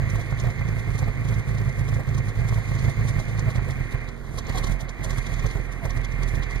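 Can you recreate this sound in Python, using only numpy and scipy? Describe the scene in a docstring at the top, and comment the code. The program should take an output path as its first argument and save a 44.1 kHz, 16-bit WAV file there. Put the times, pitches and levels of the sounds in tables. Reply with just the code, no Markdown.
"""A cold truck engine lopes at fast idle, then sags to a slower, stumbling idle.
Uneven firings thump through muffler and tailpipe; late-burning charges burble, afterfires knock.
The gas stream rings the pipe's upper modes and spits condensation in wet puffs of hiss.
Heard at a phone's two microphone ports beside the pipe, in an open snowy field with no echo."""
import sys
import numpy as np
from scipy import signal
from scipy.fft import rfft, irfft, next_fast_len
from scipy.io import wavfile

SR = 44100
rng = np.random.default_rng(int(sys.argv[2]) if len(sys.argv) > 2 else 0)


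def unload_audio(sound):
    """Save the sound as a 16-bit wav file, at the path given as the first command line argument."""
    columns = np.transpose(np.atleast_2d(sound))
    # keep every value between -1 and 1, then stretch to whole-number steps
    steps = np.round(np.clip(columns, -1, 1) * 32767)
    wavfile.write(sys.argv[1], SR, steps.astype(np.int16))


N = 291060
TIME_S = np.arange(N) / SR
FFT_SIZE = next_fast_len(N + SR // 2, True)
FREQ_HZ = np.maximum(np.arange(FFT_SIZE // 2 + 1) * SR / FFT_SIZE, 1)
FAST_FIRING_HZ, SLOW_FIRING_HZ = 53.37, 42.84
LOPE_START_S, SAG_S = 0.2795, 3.74

# Table levels are relative; each layer adds its own gain.
# one round of the lope, twice through eight cylinders: level_db
LOPE = [-19, -21.5, -16.5, -24.5, -18.5, -24, -20, -20, -19, -25, -19, -17, -22, -27.5, -27, -25.5]
# firing strength as the slow idle falters and recovers: time_s, level_db
STUMBLE = [(3.74, -26), (3.83, -38), (3.88, -34), (3.93, -33), (4.16, -36), (4.72, -24.5), (4.8, -41),
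           (4.84, -26), (4.96, -42), (5.01, -26.5), (5.55, -34.5), (5.81, -36), (5.84, -30), (6.55, -32.5)]
# firings that anchor the beat, most burning extra hard: time_s, level_db
THUMPS = [(0.157, -12), (0.439, -17), (0.472, -13.5), (0.895, -16), (1.029, -12.5), (1.084, -15.5),
          (1.217, -18.5), (1.327, -14.5), (1.513, -15.5), (1.623, -17), (1.816, -14.5), (1.929, -13),
          (1.966, -15), (2.394, -15.5), (2.418, -17), (2.527, -15.5), (2.564, -16.5), (2.847, -13),
          (2.994, -17.5), (3.186, -14.5), (3.559, -16), (3.583, -15), (3.809, -15), (3.947, -13),
          (4.501, -13.5), (4.645, -15), (4.699, -13), (4.72, -13), (5.108, -18.5), (5.185, -13.5),
          (5.209, -33), (5.342, -20), (5.394, -18.5), (5.447, -12), (5.465, -17), (5.557, -14), (5.6, -17),
          (5.856, -15), (5.906, -20.5), (5.954, -20), (5.971, -14), (5.998, -19), (6.237, -17.5),
          (6.285, -22), (6.339, -15.5), (6.378, -16), (6.401, -17.5), (6.56, -16)]
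# tailpipe ring and muffler boom over time: time_s, ring_db, boom_db
EXHAUST_LEVELS = [(0, 3, 6), (3.5, 4.5, 6), (4.0, 0, 5), (4.6, -6, 4.5), (5.3, -1, 7.5), (6.6, -2, 10)]
# flow through the pipe: time_s, stream_db, steady_hiss_db
FLOW = [(0, -39, -50), (.66, -40, -51.5), (2.2, -41.5, -53.5), (2.8, -39.5, -47.5), (4.03, -39, -54),
        (4.23, -53.5, -57.5), (4.52, -38.5, -48.5), (4.87, -43, -58.5), (5.15, -38, -49), (5.5, -40, -47.5),
        (5.68, -40.5, -57), (6.6, -36.5, -51)]
# late-burning charges: time_s, level_db, pitch_hz
BURBLES = [(0.197, -25, 683), (0.442, -26, 404), (0.487, -25.5, 700), (1.026, -29, 513), (1.08, -26.5, 687),
           (1.309, -28, 403), (1.604, -29, 405), (1.686, -34, 655.6), (1.997, -24, 515), (2.526, -33, 415),
           (2.581, -27.5, 660), (2.887, -28, 660), (3.201, -26, 638), (3.487, -23, 638),
           (3.685, -23.5, 490), (4.389, -35, 507), (4.489, -23, 434), (4.556, -23, 754), (4.585, -28, 540),
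           (4.812, -29.5, 658), (5.048, -27, 640), (5.46, -23.5, 550), (5.573, -30, 407),
           (5.836, -24.5, 670), (5.857, -23, 550)]
# afterfires in the pipe: start_s, level_db
KNOCKS = [(0.3256, -22), (0.6112, -26), (1.8172, -38), (2.525, -25), (3.594, -23), (3.952, -30.5),
          (4.6977, -38), (5.186, -28), (5.459, -30), (5.572, -32)]
# wet gas spat from the mouth: time_s, level_db
PUFFS = [(0.101, -41.5), (0.158, -43), (0.212, -41.5), (0.308, -46), (0.4, -35), (0.452, -42.5),
         (0.502, -44), (0.592, -44), (0.687, -44), (0.795, -43), (0.892, -62), (0.955, -43), (0.99, -36.5),
         (1.042, -41.5), (1.252, -44), (1.288, -40), (1.341, -42), (1.394, -45.5), (1.49, -45.5),
         (1.548, -46), (1.584, -40), (1.693, -45.5), (1.792, -46.5), (1.889, -39), (1.943, -40.5),
         (2.089, -45.5), (2.146, -42.5), (2.182, -39.5), (2.293, -42.5), (2.395, -46), (2.488, -38),
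         (2.543, -40), (2.688, -45), (2.751, -43), (2.79, -38.5), (2.849, -42), (2.896, -43), (2.995, -44),
         (3.09, -37), (3.199, -40), (3.294, -46), (3.394, -36.5), (3.503, -39), (3.559, -36.5),
         (3.708, -38.5), (3.923, -42.5), (4.088, -42), (4.387, -32.5), (4.468, -42), (4.496, -35),
         (4.532, -42), (4.557, -35.5), (4.583, -28.5), (4.643, -31), (4.672, -36.5), (4.698, -47),
         (4.721, -40.5), (4.809, -38.5), (4.892, -39), (5.045, -34.5), (5.106, -36.5), (5.135, -48),
         (5.184, -36.5), (5.267, -38), (5.339, -38.5), (5.395, -40), (5.463, -39), (5.51, -39.5),
         (5.724, -44), (5.854, -42), (5.905, -37), (5.974, -42.5), (6.047, -37.5), (6.12, -46),
         (6.233, -36), (6.285, -39.5), (6.354, -40), (6.433, -34), (6.509, -40.5), (6.559, -43.5)]

# one firing leaving the tailpipe: freq_hz, gain_db
TAILPIPE_SPECTRUM = [(6, -35.5), (22, -14), (40, -24), (70, 4.5), (92, -1), (108, 5), (133, 5), (152, -4.5),
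                     (195, -15.5), (240, -22.5), (300, -35), (500, -25), (2500, -103)]
# steepened pressure wave: freq_hz, gain_db
POP_SPECTRUM = [(40, -7), (130, 4), (210, -22), (300, 3.5), (650, 1.5), (1100, 1), (1700, -16.5),
                (4000, -53)]
# eddies shed at the mouth: freq_hz, gain_db
EDDY_SPECTRUM = [(8, 0), (30, 13), (50, 7.5), (190, 5.5), (400, -36)]
# turbulence in the pipe: freq_hz, gain_db
TURBULENCE_SPECTRUM = [(100, -18), (230, 8.5), (300, -0.5), (500, 0.5), (610, -6.5), (680, -3), (880, -11),
                       (1120, -5.5), (1260, -10), (1450, -9), (2000, -10), (2700, -42.5), (5000, -81)]
# rasp of a burble: freq_hz, gain_db
BURBLE_SPECTRUM = [(30, -16), (200, -26.5), (345, 0.5), (410, 2.5), (490, -0.5), (590, -1), (680, -2.5),
                   (880, -8), (1120, -11), (1600, -20), (4000, -30)]
# hiss at the mouth: freq_hz, gain_db
HISS_SPECTRUM = [(600, 16), (2000, 2.5), (2700, 1.5), (3300, 10.5), (4300, 8), (5350, 2.5), (6100, 4.5),
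                 (7100, -1.5), (8200, -2), (9100, -1), (10400, 2.5), (13000, -9), (15500, -25)]

# low pipe modes: pitch_hz, width_hz, gain_db
THROAT_MODES = [(366, 14, -9), (409, 24, 9.5), (520, 15, 9.5), (662.3, 32, 8), (786, 27, -7)]
# narrow modes at the onset of the pipe's first cross-wave: pitch_hz, width_hz, gain_db
CROSS_MODES = [(1630, 22, 6), (1850.4, 40, 5), (1871, 19, 3), (1940, 65, 2.5), (1966, 28, 2.5),
               (2046, 20, 11), (2087, 26, 14.5), (2178, 51, 8.5), (2268, 23, 3.5), (2343, 17, -23),
               (2350, 48, 6)]
# higher cross-modes that colour the hiss: pitch_hz, width_hz, gain_db
MOUTH_MODES = [(3970, 36, -5), (6150, 52, 8), (7550, 61, -9), (9900, 240, 7)]
# water squirting off the rim: centre_hz, width_hz, gain_db
SQUIRT_BANDS = [(4370, 1100, -7.5), (6060, 1800, 5)]

# left port, shaded by the phone, against the right: freq_hz, gain_db
LEFT_GAIN = [(20, 0), (45, -14.5), (70, -16.5), (100, -4), (135, -5.5), (165, -10.5), (340, -2),
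             (500, -8.5), (800, 1), (1150, 0), (2150, -5), (3200, 1.5), (6000, -4), (12000, -9.5)]
# left port's phase against the right: freq_hz, lead_rad
LEFT_LEAD = [(45, 0), (110, 1.2551), (1000, 2.5), (2600, 1.28), (4000, 1)]


def undb(db):
    """Decibels to gain."""
    return 10 ** (np.asarray(db) / 20)


def unit_rms(x):
    """Scale to rms 1."""
    return x / np.sqrt(np.mean(x ** 2))


def curves(table, at_s=TIME_S):
    """Table columns, interpolated in time."""
    time_s, *columns = np.transpose(table)
    return [np.interp(at_s, time_s, column) for column in columns]


def over_freq(points):
    """Rows (freq_hz, value), interpolated in log frequency."""
    freq_hz, value = np.transpose(points)
    return np.interp(np.log(FREQ_HZ), np.log(freq_hz), value)


def colour(spectrum):
    """Minimum-phase response from rows (freq_hz, gain_db)."""
    cepstrum = irfft(np.log(undb(over_freq(spectrum))), FFT_SIZE)
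    cepstrum[1:FFT_SIZE // 2] *= 2
    cepstrum[FFT_SIZE // 2 + 1:] = 0
    return np.exp(rfft(cepstrum))


def resonance(hz, width_hz):
    """Response of one mode, gain 1 at centre."""
    return 1 / (1 + 1j * (FREQ_HZ ** 2 - hz ** 2) / (FREQ_HZ * width_hz))


def mode_bank(modes):
    """Summed response of rows (pitch_hz, width_hz, gain_db)."""
    return sum(undb(db) * resonance(hz, width_hz) for hz, width_hz, db in modes)


def delay(lag_s):
    """Response of a pure delay."""
    return np.exp(-2j * np.pi * FREQ_HZ * lag_s)


def through(x, response):
    """Filter by a frequency response."""
    return irfft(rfft(x, FFT_SIZE) * response, FFT_SIZE)[..., :N]


def excite(pulses, response):
    """Filter pulses; the impulse response is scaled to peak 1."""
    return through(pulses, response / np.abs(irfft(response, FFT_SIZE)).max())


def noise(response, coherence):
    """Coloured noise at both ports, partly shared, rms 1."""
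    shared = np.sqrt(coherence) * rng.standard_normal(N)
    separate = np.sqrt(1 - coherence) * rng.standard_normal((2, N))
    return unit_rms(through(shared + separate, response))


def flutter(rate_hz):
    """Random wander within +-2."""
    knots = np.clip(rng.standard_normal(N // 20), -2, 2)
    return np.interp(TIME_S * rate_hz, np.arange(len(knots)), knots)


def impulses(times_s, gains):
    """Impulse train."""
    return np.bincount(np.clip(times_s * SR, 0, N - 1).astype(int), gains, N)


def swells(events, rise_s, fall_s, order=1):
    """Envelope peaking at each row (time_s, level_db); order 1 pointed, order 2 rounded."""
    time_s, level_db = np.transpose(events)
    lag_s = np.arange(-(SR // 8), SR // 8 + 1) / SR
    shape = np.exp(-2 * np.abs(lag_s / np.where(lag_s < 0, rise_s, fall_s)) ** order)
    power = signal.fftconvolve(impulses(time_s, undb(level_db) ** 2), shape, "same")
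    return np.sqrt(np.abs(power))


def mic_hiss(level_db=-71):
    """Steady self-noise of the microphones."""
    return noise(resonance(7900, 9000) ** 2, coherence=0) * undb(level_db)


def engine_bay(firings, level_db=-49):
    """The engine throbs under the body and reaches each port by a different path."""
    throb = unit_rms(np.sqrt(swells(firings, rise_s=0.002, fall_s=0.008)))
    return noise(resonance(396, 260) ** 2, coherence=0) * throb * undb(level_db)


def droplets(rate_hz=55, spread_db=4):
    """Envelope of drops torn from the rim: instant onset, fast decay."""
    position, chance = rng.random((N // 100, 2))[:int(rate_hz * N / SR)].T
    level_db = spread_db * np.minimum(-np.log(chance), 2)
    return unit_rms(swells(np.c_[position * N / SR, level_db], rise_s=1 / SR, fall_s=0.004))


def rim_sizzle(steady_db, gain_db=-8.5, growth=0.62):
    """The water film on the rim sizzles in two bands as flow rises."""
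    film = resonance(6550, 570) ** 2 + resonance(4450, 830) ** 2 / 2
    level_db = gain_db + steady_db + growth * (steady_db - steady_db.mean())
    return noise(film, coherence=0.29) * undb(level_db)


def wet_hiss(slow, wet_db=-32, puff_db=-2, tilt_db=2, drop_db=-8, hollow_db=-5):
    """Condensation blows out over a thin steady hiss: in puffs, and a little per slow firing."""
    _, steady_db = curves(FLOW)
    puffs = np.vstack([PUFFS, slow + [0, wet_db]])
    puffing = swells(puffs, rise_s=0.012, fall_s=0.012, order=2) * undb(puff_db)
    blow = np.hypot(puffing, undb(steady_db))
    mouth = colour(HISS_SPECTRUM) * (1 + mode_bank(MOUTH_MODES))
    hiss = noise(mouth, coherence=0.85)
    bright = through(hiss, undb(over_freq([(4500, -3), (6000, 10)])))
    tilt = undb(tilt_db * flutter(23) / 2)
    spray = (hiss - bright) / tilt + bright * tilt
    crackle = noise(mouth * resonance(5930, 9600), coherence=0.14) * droplets() * undb(drop_db)
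    sizzle = rim_sizzle(steady_db)
    # puffs blow a hollow pipe note, strong ones most
    hollow = noise(resonance(1103, 96) ** 2, coherence=0.87) * undb(hollow_db)
    hollow *= (blow / blow.max()) ** 0.17
    return (spray + hollow) * blow + sizzle + crackle * np.sqrt(blow * undb(steady_db))


def squirts(gain_db=-7.5, wander_db=3):
    """Each puff tears water off the rim; two noise bands wander in level."""
    burst = swells(PUFFS, rise_s=0.0005, fall_s=0.007) * undb(gain_db)
    bands = sum(noise(resonance(hz, width_hz) ** 2, coherence=0.42) * undb(db + wander_db * flutter(30))
                for hz, width_hz, db in SQUIRT_BANDS)
    return bands * burst


def whumps(gain_db=-6):
    """Strong puffs shove out a slug of gas, which adds low body."""
    shove = swells(PUFFS, rise_s=0.004, fall_s=0.025)
    body = noise(resonance(263, 100) ** 2, coherence=1)
    return body * shove * np.sqrt(shove / shove.max()) * undb(gain_db)


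def knocks(gain_db=-1.5):
    """Afterfire in the pipe: one steep, dry pressure spike each."""
    start_s, level_db = np.transpose(KNOCKS)
    rolloff = undb(over_freq([(1400, 0), (3000, -30)]))
    spike = resonance(520, 900) * resonance(1300, 1500) * rolloff
    return excite(impulses(start_s, undb(level_db + gain_db)), spike)


def burbles(rasp_db=-10, roughness_db=2, note_db=-9, note_s=0.011, sag_per_s=1.34):
    """Late-burning charges rasp in the pipe; each rings a note that sinks as the gas cools."""
    rasp = noise(colour(BURBLE_SPECTRUM), coherence=1) * undb(roughness_db * flutter(320))
    burst = swells(np.array(BURBLES)[:, :2], rise_s=0.005, fall_s=0.016)
    notes = np.zeros(N)
    for time_s, level_db, pitch_hz in BURBLES:
        near = np.abs(TIME_S - time_s) < 0.06
        lag_s = TIME_S[near] - time_s
        cycles = rng.random() + pitch_hz * lag_s * (1 - sag_per_s * lag_s / 2)
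        notes[near] += undb(level_db - 5 * (lag_s / note_s) ** 2) * np.sin(2 * np.pi * cycles)
    return rasp * burst * undb(rasp_db) + notes * undb(note_db)


def gas_stream(firings, churn_db=-39, modes_db=1, pulsing=0.27, churn_follow=0.11, lope_share=0.075):
    """The stream surges with each firing, churns in the pipe and rings its cross-modes."""
    stream_db = curves(FLOW)[0] + lope_share * lope_db(TIME_S)
    pulses = unit_rms(swells(firings, rise_s=0.012, fall_s=0.012))
    surge = unit_rms(1 - pulsing + pulsing * pulses)
    churn = noise(colour(TURBULENCE_SPECTRUM), coherence=0.97)
    churn *= unit_rms(surge * undb(churn_follow * stream_db))
    drive = noise(resonance(1982, 1290) ** 2, coherence=0.93) * surge
    ringing = unit_rms(through(drive, mode_bank(CROSS_MODES)))
    return churn * undb(churn_db) + ringing * undb(stream_db + modes_db)


def eddies(firings, level_db=-33):
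    """Each slug of gas sheds eddies that rumble unevenly."""
    shedding = unit_rms(swells(firings, rise_s=0.031, fall_s=0.0022))
    return noise(colour(EDDY_SPECTRUM), coherence=0.54) * shedding * undb(level_db)


def pops(firings, gain_db=-1):
    """The hardest pressure waves steepen in the pipe and exit with a pop."""
    time_s, level_db = firings.T
    steepened = impulses(time_s, undb(level_db) ** 2) * undb(gain_db)
    return -excite(steepened, colour(POP_SPECTRUM))


def throat(firings, gain_db=-17):
    """Each firing rings the pipe's low modes."""
    time_s, level_db = firings.T
    return excite(impulses(time_s, undb(level_db + gain_db)), mode_bank(THROAT_MODES))


def lope_db(at_s, lag_s=0.015, settle_s=0.43, fade_s=0.29):
    """Firing strength about its mean: the lope starts late, settles, evens out before the sag."""
    late_s = lag_s / (1 + (at_s / settle_s) ** 8)
    firing_index = (at_s - late_s - LOPE_START_S) * FAST_FIRING_HZ
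    level_db = np.interp(firing_index, np.arange(len(LOPE)), LOPE, period=len(LOPE))
    return (level_db - np.mean(LOPE)) * np.clip((SAG_S - at_s) / fade_s, 0, 1)


def firing_times(start_s, end_s, rate_hz):
    """Ordinary firings, evenly spaced between thumps at about rate_hz."""
    edges_s = [start_s] + [s for s, _ in THUMPS if start_s < s < end_s] + [end_s]
    steps = np.maximum(1, np.round(np.diff(edges_s) * rate_hz)).astype(int)
    gaps = zip(edges_s, edges_s[1:], steps)
    return np.concatenate([np.linspace(from_s, to_s, count + 1)[1:-1] for from_s, to_s, count in gaps])


def slow_firings(gain_db=7.5, scatter_db=5, jitter_s=0.00197):
    """Stumbling idle, rows (time_s, level_db); a burn can be much weaker, never much stronger."""
    time_s = firing_times(SAG_S, N / SR, SLOW_FIRING_HZ)
    burn, timing = rng.standard_normal((N // 500, 2))[:len(time_s)].T
    level_db = curves(STUMBLE, time_s)[0] + gain_db + scatter_db * np.minimum(burn, 1)
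    return np.c_[time_s + jitter_s * timing, level_db]


def fast_firings(scatter_db=3, jitter_s=0.00059, limp_s=0.00097, wander_s=0.0011):
    """Loping idle, rows (time_s, level_db); alternate pulses fall early and late, so the beat limps."""
    time_s = firing_times(-1 / FAST_FIRING_HZ, SAG_S, FAST_FIRING_HZ)
    burn, timing = rng.standard_normal((N // 500, 2))[:len(time_s)].T
    level_db = np.mean(LOPE) + lope_db(time_s) + scatter_db * np.minimum(burn, 1)
    limp_sign = np.cos(np.pi * np.round((time_s - LOPE_START_S) * FAST_FIRING_HZ))
    drift_s = wander_s * np.interp(time_s, TIME_S, flutter(14))
    return np.c_[time_s + drift_s + limp_s * limp_sign + jitter_s * timing, level_db]


def exhaust_beat(firings, ring_gain_db=-1, boom_gain_db=-13, lead_s=0.00487):
    """Each firing rings the tailpipe; the suction behind it booms the muffler. Both dip in the lope."""
    time_s, level_db = firings.T
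    pulses = impulses(time_s, undb(level_db))
    ring = excite(pulses, colour(TAILPIPE_SPECTRUM) * delay(-lead_s))
    boom = -excite(pulses, resonance(41.4, 10.9) * resonance(46, 99))
    ring_db, boom_db = curves(EXHAUST_LEVELS)
    dip_db = 0.75 * np.minimum(lope_db(TIME_S), 0)
    return ring * undb(ring_gain_db + ring_db + dip_db) + boom * undb(boom_gain_db + boom_db + dip_db / 2)


def scene():
    """Exhaust, shaded and phase-shifted at the left port, over engine murmur and microphone hiss."""
    slow = slow_firings()
    firings = np.vstack([fast_firings(), slow, THUMPS])
    beat = exhaust_beat(firings) + throat(firings) + pops(firings) + eddies(firings)
    sputter = burbles() + knocks() + whumps() + squirts() + wet_hiss(slow)
    left, right = beat + gas_stream(firings) + sputter
    shade = undb(over_freq(LEFT_GAIN)) * np.exp(1j * over_freq(LEFT_LEAD)) * delay(lag_s=0.00027)
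    return np.array([through(left, shade), right]) + engine_bay(firings) + mic_hiss()


def record(dry, low_hz=6, top_hz=15400):
    """The phone cuts the deepest rumble and the top."""
    highpass = signal.butter(1, low_hz, "high", fs=SR, output="sos")
    lowpass = signal.ellip(10, 0.2, 80, top_hz, fs=SR, output="sos")
    return signal.sosfilt(lowpass, signal.sosfilt(highpass, dry))


dry = scene()
out = record(dry)
unload_audio(out)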